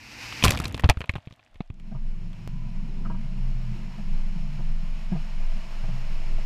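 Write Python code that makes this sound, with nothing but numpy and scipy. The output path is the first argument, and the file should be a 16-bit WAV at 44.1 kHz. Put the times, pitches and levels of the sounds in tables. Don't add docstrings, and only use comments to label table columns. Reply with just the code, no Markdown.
import sys
import numpy as np
from scipy import signal
from scipy.fft import rfft, irfft, next_fast_len
from scipy.io import wavfile
from scipy.ndimage import uniform_filter1d

SR = 44100
rng = np.random.default_rng(int(sys.argv[2]) if len(sys.argv) > 2 else 0)


def log_audio(samples):
    frames = np.atleast_2d(samples).T
    limited = np.clip(frames, -1, 1)
    pcm = np.round(limited * 32767).astype(np.int16)
    wavfile.write(sys.argv[1], SR, pcm)


N = 284445
WAVE_S = .43
ROOF_S, ROOF_FADE_S = 1.7, 0.16

# f/Hz, density level/dB
SURGE_SPECTRUM = [(8.8, -43.5), (15, -26), (43, -7), (119, -1.5), (157, -15), (244, -7), (407, -26.5),
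                  (500, -17), (650, -53.5), (1100, -120)]


def amp(db):
    return 10 ** (np.asarray(db) / 20)


def unit(x):
    return x / np.sqrt(np.mean(x ** 2) + 1e-20)


def since(s):
    return np.maximum(np.arange(N) / SR - s, 0)


def fade_in(s, lasts=0.021):
    return np.minimum(since(s) / lasts, 1)


def in_time(rows):
    s, *columns = np.transpose(rows)
    return [fade_in(s[0])] + [np.interp(since(0), s, c) for c in columns]


def colour(x, spectrum):
    hz, level_db = np.transpose(spectrum)
    size = next_fast_len(N)
    log_hz = np.log(np.arange(size // 2 + 1) * SR / size + 1)
    gain = amp(np.interp(log_hz, np.log(hz), level_db, -120, -120))
    return irfft(rfft(x, size) * gain, size)[:N]


def cut(x, hz, kind, order=4):
    return signal.sosfilt(signal.butter(order, hz, kind, fs=SR, output="sos"), x)


def resonate(x, modes):
    out = 0
    for k, (hz, width_hz, level_db) in enumerate(modes):
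        r = np.exp(-np.pi * max(width_hz, 5) / SR)
        gain = (-1) ** k * amp(level_db) * (1 - r * r) / 2
        feedback = [1, -2 * r * np.cos(2 * np.pi * hz / SR), r * r]
        out = out + signal.lfilter([gain, 0, -gain], feedback, x + 1e-18)
    return out


def drift(rate):
    knots = rng.standard_normal(int(N / SR * rate) + 2)
    curve = np.interp(np.arange(N) * rate / SR, np.arange(len(knots)), knots)
    return unit(uniform_filter1d(curve, int(SR / rate / 2)))


def noise(spectrum):
    return unit(colour(rng.standard_normal(N), spectrum))


def grains(per_s, spread_db):
    sizes = amp(spread_db * np.minimum(rng.exponential(1, N), 4)) * rng.choice([-1, 1], N)
    return sizes * (rng.random(N) < per_s / SR)


def add(out, s, shape):
    i = round(s * SR)
    out[i:i + len(shape)] += shape[:N - i]


def two_bands(x, body_db, treble_db, split_hz):
    return amp(body_db) * unit(cut(x, split_hz, "low")) + amp(treble_db) * unit(cut(x, split_hz, "high"))


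def relax(first_db, last_db, tau_s):
    return last_db + (first_db - last_db) * np.exp(-since(WAVE_S) / tau_s)


def trim_buzz():
    # t/s, level/dB
    buzzes = [(2.6, -59), (3.15, -58.5), (3.95, -64)]
    rise_db_per_s, fall_db_per_s = 83, 43
    envelope = sum(amp(db - rise_db_per_s * np.maximum(s - since(0), 0) - fall_db_per_s * since(s))
                   for s, db in buzzes)
    tone = resonate(resonate(rng.standard_normal(N), [(995, 51, 0)]), [(964, 110, 0)])
    return unit(tone) * envelope * amp(4.0 * drift(14.0))


def tyre_hiss():
    # f/Hz, density level/dB
    spectrum = [(300, -36), (450, -8.5), (1400, -2), (3000, -12), (6000, -23.5), (9000, -27), (14500, -34),
                (16000, -61)]
    # t/s, level/dB
    levels = [(1.7, -65), (2.1, -59.5), (3.4, -55.5), (3.9, -53.5), (5.0, -53), (5.75, -50), (6.45, -49)]
    # f/Hz, bandwidth/Hz, gain/dB
    cavity_modes = [(657, 105, 13), (890, 267, 6), (2505, 830, 10), (2904, 110, 5), (4180, 570, 4.5),
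                    (5190, 510, 8.5), (6600, 480, 3.5), (13500, 2700, -7)]
    _, hiss_db = in_time(levels)
    hiss = noise(spectrum)
    hiss = hiss + sum(resonate(hiss, [mode]) for mode in cavity_modes)
    hiss *= amp(0.56 * drift(25.))
    return fade_in(ROOF_S, ROOF_FADE_S) * two_bands(hiss, hiss_db, hiss_db - 11, split_hz=4890)


def approach():
    # f/Hz, density level/dB
    spray_spectrum = [(180, -32.5), (300, -5.5), (425, -17.5), (634, -14.5), (870, -7.5), (1250, -12.5),
                      (2570, -1.5), (3290, -14.5), (5080, -9.5), (8940, -27.5), (12700, -30), (15200, -32),
                      (16000, -46)]
    spray_db_per_s, spray_full_s, rumble_db_per_s = 39.5, .29, 22.5
    t = np.minimum(since(0), WAVE_S)
    spray_db = -50 + spray_db_per_s * np.minimum(t, spray_full_s)
    spray = noise(spray_spectrum) * amp(spray_db + drift(31.0))
    rumble = noise(SURGE_SPECTRUM) * amp(-53.5 + rumble_db_per_s * t)
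    return (1 - fade_in(WAVE_S)) * (spray + rumble)


def engine():
    # t/s, f/Hz, level/dB
    drone = [(1.8, 102, -47.5), (2.38, 104.4, -50.5), (2.6, 120.5, -42.5), (3.0, 117, -45),
             (3.48, 126.3, -36), (3.75, 124.4, -40), (4.04, 137.2, -53), (4.55, 145.7, -42.5),
             (4.7, 149.4, -44.5), (5.1, 149.3, -40.5), (5.3, 140, -48.5), (5.8, 126, -51.5),
             (5.94, 125.8, -31.5), (6.06, 134, -46), (6.45, 134, -48)]
    # multiple of the firing frequency, relative level/dB
    orders = [(1, 1), (1.5, -10.5)]
    gate, hz, level_db = in_time(drone)
    phase = 2 * np.pi * np.cumsum(hz * (1 + .012 * drift(12.0))) / SR
    partials = sum(amp(db + 3.9 * drift(7.3)) * np.sin(k * phase) for k, db in orders)
    return gate * amp(level_db) * partials


def panel_drumming():
    # f/Hz, density level/dB
    spectrum = [(16, -67), (28, -13), (41, -22.5), (54, -11), (64, -22.5), (86, -21.5), (104, -24),
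                (116, -15), (178, -11.5), (217, -16), (270, -32.5), (350, -70), (590, -120)]
    # t/s, level/dB
    levels = [(1.69, -47.5), (1.95, -44.5), (2.4, -42.5), (2.55, -39), (4.06, -39.5), (5.12, -46),
              (6.45, -46)]
    gate, drum_db = in_time(levels)
    drum = noise(spectrum) * amp(drum_db + 1.73 * drift(18.0))
    ring = resonate(rng.standard_normal(N), [(334.4, 38, -0.5), (456, 280, -15.5)])
    ring_db = 0.66 * drum_db - 34.0 + 4.0 * drift(6.6)
    return gate * (drum + unit(cut(ring, 600, "low")) * amp(ring_db))


def runoff():
    # f/Hz, density level/dB
    spectrum = [(180, -34.5), (300, -8), (425, -14.5), (634, 7.5), (1080, -3.5), (1810, -4.5), (3290, -5.5),
                (7570, -16), (12500, -24), (16000, -31.5)]
    drops_per_s, thinning_s = 550, 0.54
    gate = fade_in(WAVE_S) - fade_in(ROOF_S, ROOF_FADE_S)
    trickle = noise(spectrum) * amp(0.83 * drift(40.))
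    drops = grains(drops_per_s * np.exp(-since(WAVE_S) / thinning_s) * gate, spread_db=3.0)
    pitches = np.geomspace(900, 10000, num=8)
    size_class = rng.integers(0, len(pitches), N)
    rings = sum(resonate(drops * (size_class == k), [(hz, 0.23 * hz, 0)]) for k, hz in enumerate(pitches))
    ticks = amp(-6) * unit(colour(rings, spectrum))
    slosh = noise(SURGE_SPECTRUM) * amp(relax(-26.5, -110, tau_s=1.32) + 2.0 * drift(5.2))
    body_db, treble_db = relax(-33.5, -71, tau_s=0.44), relax(-43, -78.5, tau_s=0.31)
    return gate * (two_bands(trickle + ticks, body_db, treble_db, split_hz=2900) + slosh)


def spatter():
    splashes_per_s, thinning_s, fall_db_per_s, splash_s = 150., .35, 29.5, 0.00066
    age = since(WAVE_S)
    hits = np.abs(grains(splashes_per_s * np.exp(-age / thinning_s) * (age > 0), spread_db=2.5))
    envelope = signal.lfilter([1], [1, -np.exp(-1 / (splash_s * SR))], hits + 1e-18)
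    splashes = cut(envelope * rng.standard_normal(N), 2500, "high", order=2)
    return cut(splashes, 7000, "low", order=1) * amp(-30 - fall_db_per_s * age)


def rut_knocks():
    # t/s, boom level/dB, rattle drive level/dB, boom f/Hz, clank f/Hz
    jolts = [(1.91, -34, -49, 199, 605), (1.943, -29, -49, 133, 956), (3.049, -37, -42.5, 203, 1233),
             (3.095, -39, -39, 160.5, 1010), (3.138, -28, -50, 179, 960), (3.979, -34, -51, 206.5, 670),
             (4.349, -30.5, -64, 176, 732), (4.587, -26.5, -46.5, 140.4, 735),
             (5.116, -19.5, -41, 182.3, 687), (5.149, -24.5, -41, 154.5, 587), (5.722, -44, -53, 149, 980),
             (5.83, -31, -47.5, 118, 697), (5.879, -29.5, -46, 167.4, 610), (6.379, -58, -49, 150, 674)]
    # f/Hz, bandwidth/Hz, gain/dB
    loose_modes = [(333, 47, 19.5), (646, 55, 21.5), (959, 23, 20.5), (1200, 59, 12.0), (1630, 40, 12.0)]
    knocks, rattle_drive = np.zeros((2, N))
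    t = np.arange(round(.2 * SR)) / SR
    age = t / 0.011
    for s, boom_db, rattle_db, boom_hz, clank_hz in jolts:
        boom = np.sin(2 * np.pi * boom_hz * t) + 0.058 * np.sin(2 * np.pi * 345. * t)
        add(knocks, s, amp(boom_db) * boom * age * np.exp(1 - age))
        shake = amp(rattle_db) * np.minimum(age / .45, 1) * np.exp(-age ** 2 / 3)
        add(rattle_drive, s, shake)
        clank_modes = [(clank_hz, 150, 19), (1.296 * clank_hz, 150, 15)]
        clank = resonate(shake * rng.standard_normal(len(t)), clank_modes)
        add(knocks, s, cut(clank, 2300, "low"))
    contacts = rattle_drive * unit(grains(5000., spread_db=-4.0))
    return knocks + cut(resonate(contacts, loose_modes), 2160, "low")


def pop():
    start_s, peak_db, t60_s = 2.4762, -25, 0.099
    click = np.zeros(N)
    t = np.arange(round(.2 * SR)) / SR
    add(click, start_s, amp(peak_db - 60 * t / t60_s))
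    return click


def mount_shake():
    # t/s, relative level/dB
    levels = [(1.5, -51.5), (2.09, -23.5), (2.45, -38), (2.51, -25.5), (2.93, -28), (3.5, -22.5),
              (3.97, -32), (4.08, -20.5), (4.59, -23.5), (4.74, -20), (5.29, -26), (5.4, -19), (5.57, -19),
              (5.68, -34), (5.79, -23), (6.45, -20)]
    early_hz, late_hz = 22.46, 20.77
    gate, level_db = in_time(levels)
    hz = early_hz + (late_hz - early_hz) * fade_in(3.75, lasts=.25)
    phase = 2 * np.pi * np.cumsum(hz * (1 + 0.063 * drift(10.0))) / SR
    return gate * amp(level_db + 2.0 + 2.0 * drift(14.)) * np.sin(phase)


def mud_slaps():
    # t/s, crack level/dB, treble level/dB, thump level/dB, thump f/Hz, splat f/Hz
    impacts = [(0.324, -21.5, -55, -55, 107, 2340), (0.425, -15, -34, -37, 77, 2230),
               (0.438, -1.5, -9, -12.5, 186, 2870), (0.445, -12, -2, -22, 70, 1070),
               (0.451, -10, -4.5, -21, 191, 990), (0.461, -10.5, -17, -19, 99, 826),
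               (0.48, -10, -18, -20, 70.6, 2970), (0.492, -18, -18, -25, 135, 1870),
               (0.506, -13, -6, -38, 78, 1870), (0.519, -18.5, -27, -31.5, 77.6, 4300),
               (0.536, -27, -30, -42.5, 77.7, 2700), (0.551, -36, -34, -50, 78, 4030),
               (0.573, -23.5, -24, -49, 110.2, 2780), (0.6, -24.5, -21, -26.5, 128, 1160),
               (0.642, -26, -22, -35.5, 69.6, 2450), (0.654, -20, -34, -33, 119, 4300),
               (0.744, -22, -40, -31.5, 109, 3060), (0.777, -28, -36, -45, 151, 810),
               (0.795, -24.5, -29.5, -44, 94, 1760), (0.836, -19.5, -55, -27, 115, 800),
               (0.842, -8.5, -59, -12.5, 74, 800), (0.857, -26, -38, -18, 106, 1200),
               (0.89, -8.5, -29.5, -15, 70, 1260), (0.897, 1.5, -8.5, -11.5, 70, 700),
               (0.91, -27, -53, -44, 70, 2520), (0.971, -30, -48, -28, 70, 1070),
               (1.005, -25, -40, -34, 120, 1660), (1.015, -24.5, -43, -40, 73, 1620),
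               (1.04, -30, -64, -44, 140, 1050), (1.093, -14.5, -55, -26, 83.5, 2000),
               (1.137, -36, -68, -38, 69.6, 2400), (1.154, -26.5, -43, -35, 146, 800),
               (1.16, -28, -65, -33, 108, 1160), (1.181, -42, -70, -41.5, 100, 800),
               (1.272, -40.5, -67, -37, 127, 690), (1.308, -43.5, -62, -49, 93, 1390),
               (1.324, -45, -59, -50, 139, 3860), (1.393, -48, -78, -66, 97, 711),
               (1.543, -50, -55, -63.5, 70, 2410), (1.556, -46.5, -68, -51, 72, 2350),
               (1.605, -28, -66.5, -26, 177, 730), (1.701, -41.5, -59.5, -33.5, 92, 900),
               (1.798, -45, -51.5, -52, 69.7, 2400), (2.33, -44, -51.5, -60, 70, 3000)]
    # f/Hz, bandwidth/Hz, gain/dB
    shell_modes = [(310, 410, 4), (586, 250, 6.5), (1084, 210, 5), (2450, 400, 5.5), (3226, 1200, -1),
                   (4540, 250, -9)]
    burst_s, smear_s, log_decrement = 0.0022, 0.0075, 1.75
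    crack, treble, direct = np.zeros((3, N))
    t = np.arange(round(.1 * SR)) / SR
    age = t / burst_s
    wet_smear = 0.12 * np.exp(-t / smear_s)
    burst = np.minimum(age / 0.32, 1) * (np.exp(-age) + wet_smear)
    signs = rng.choice([-1, 1], len(impacts))
    for (s, crack_db, treble_db, thump_db, thump_hz, splat_hz), sign in zip(impacts, signs):
        add(crack, s, amp(crack_db) * burst)
        add(treble, s, amp(treble_db) * burst)
        ring = resonate(burst * rng.standard_normal(len(t)), [(splat_hz, 0.27 * splat_hz + 150, 11)])
        splat = resonate(ring, [(splat_hz, splat_hz, 0)])
        add(direct, s, amp(crack_db) * splat * np.sqrt(2000 / splat_hz))
        thump_envelope = np.minimum(t / 0.0015, 1) * np.exp(-t * thump_hz * log_decrement)
        add(direct, s, sign * amp(thump_db + 13.0) * thump_envelope * np.sin(2 * np.pi * thump_hz * t))
    grit = unit(grains(11000.0, spread_db=3.0))
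    shell = cut(resonate(crack * grit, shell_modes), 4200, "low")
    sizzle = cut(cut(treble * grit, 2800, "high"), 4100, "low", order=1)
    return amp(3.5) * shell + amp(0.5) * sizzle + direct


def scene():
    puddle = approach() + runoff() + mud_slaps() + spatter()
    ride = mount_shake() + panel_drumming() + tyre_hiss() + engine() + rut_knocks() + pop() + trim_buzz()
    return (puddle + ride)[None]


def record(dry):
    overload, stopband_hz = .37, 16197.5
    clipped = dry / (1 + np.abs(dry / overload) ** 6) ** (1 / 6)
    return signal.sosfilt(signal.cheby2(10, 60, stopband_hz, fs=SR, output="sos"), clipped)


dry = scene()
out = record(dry)
log_audio(out)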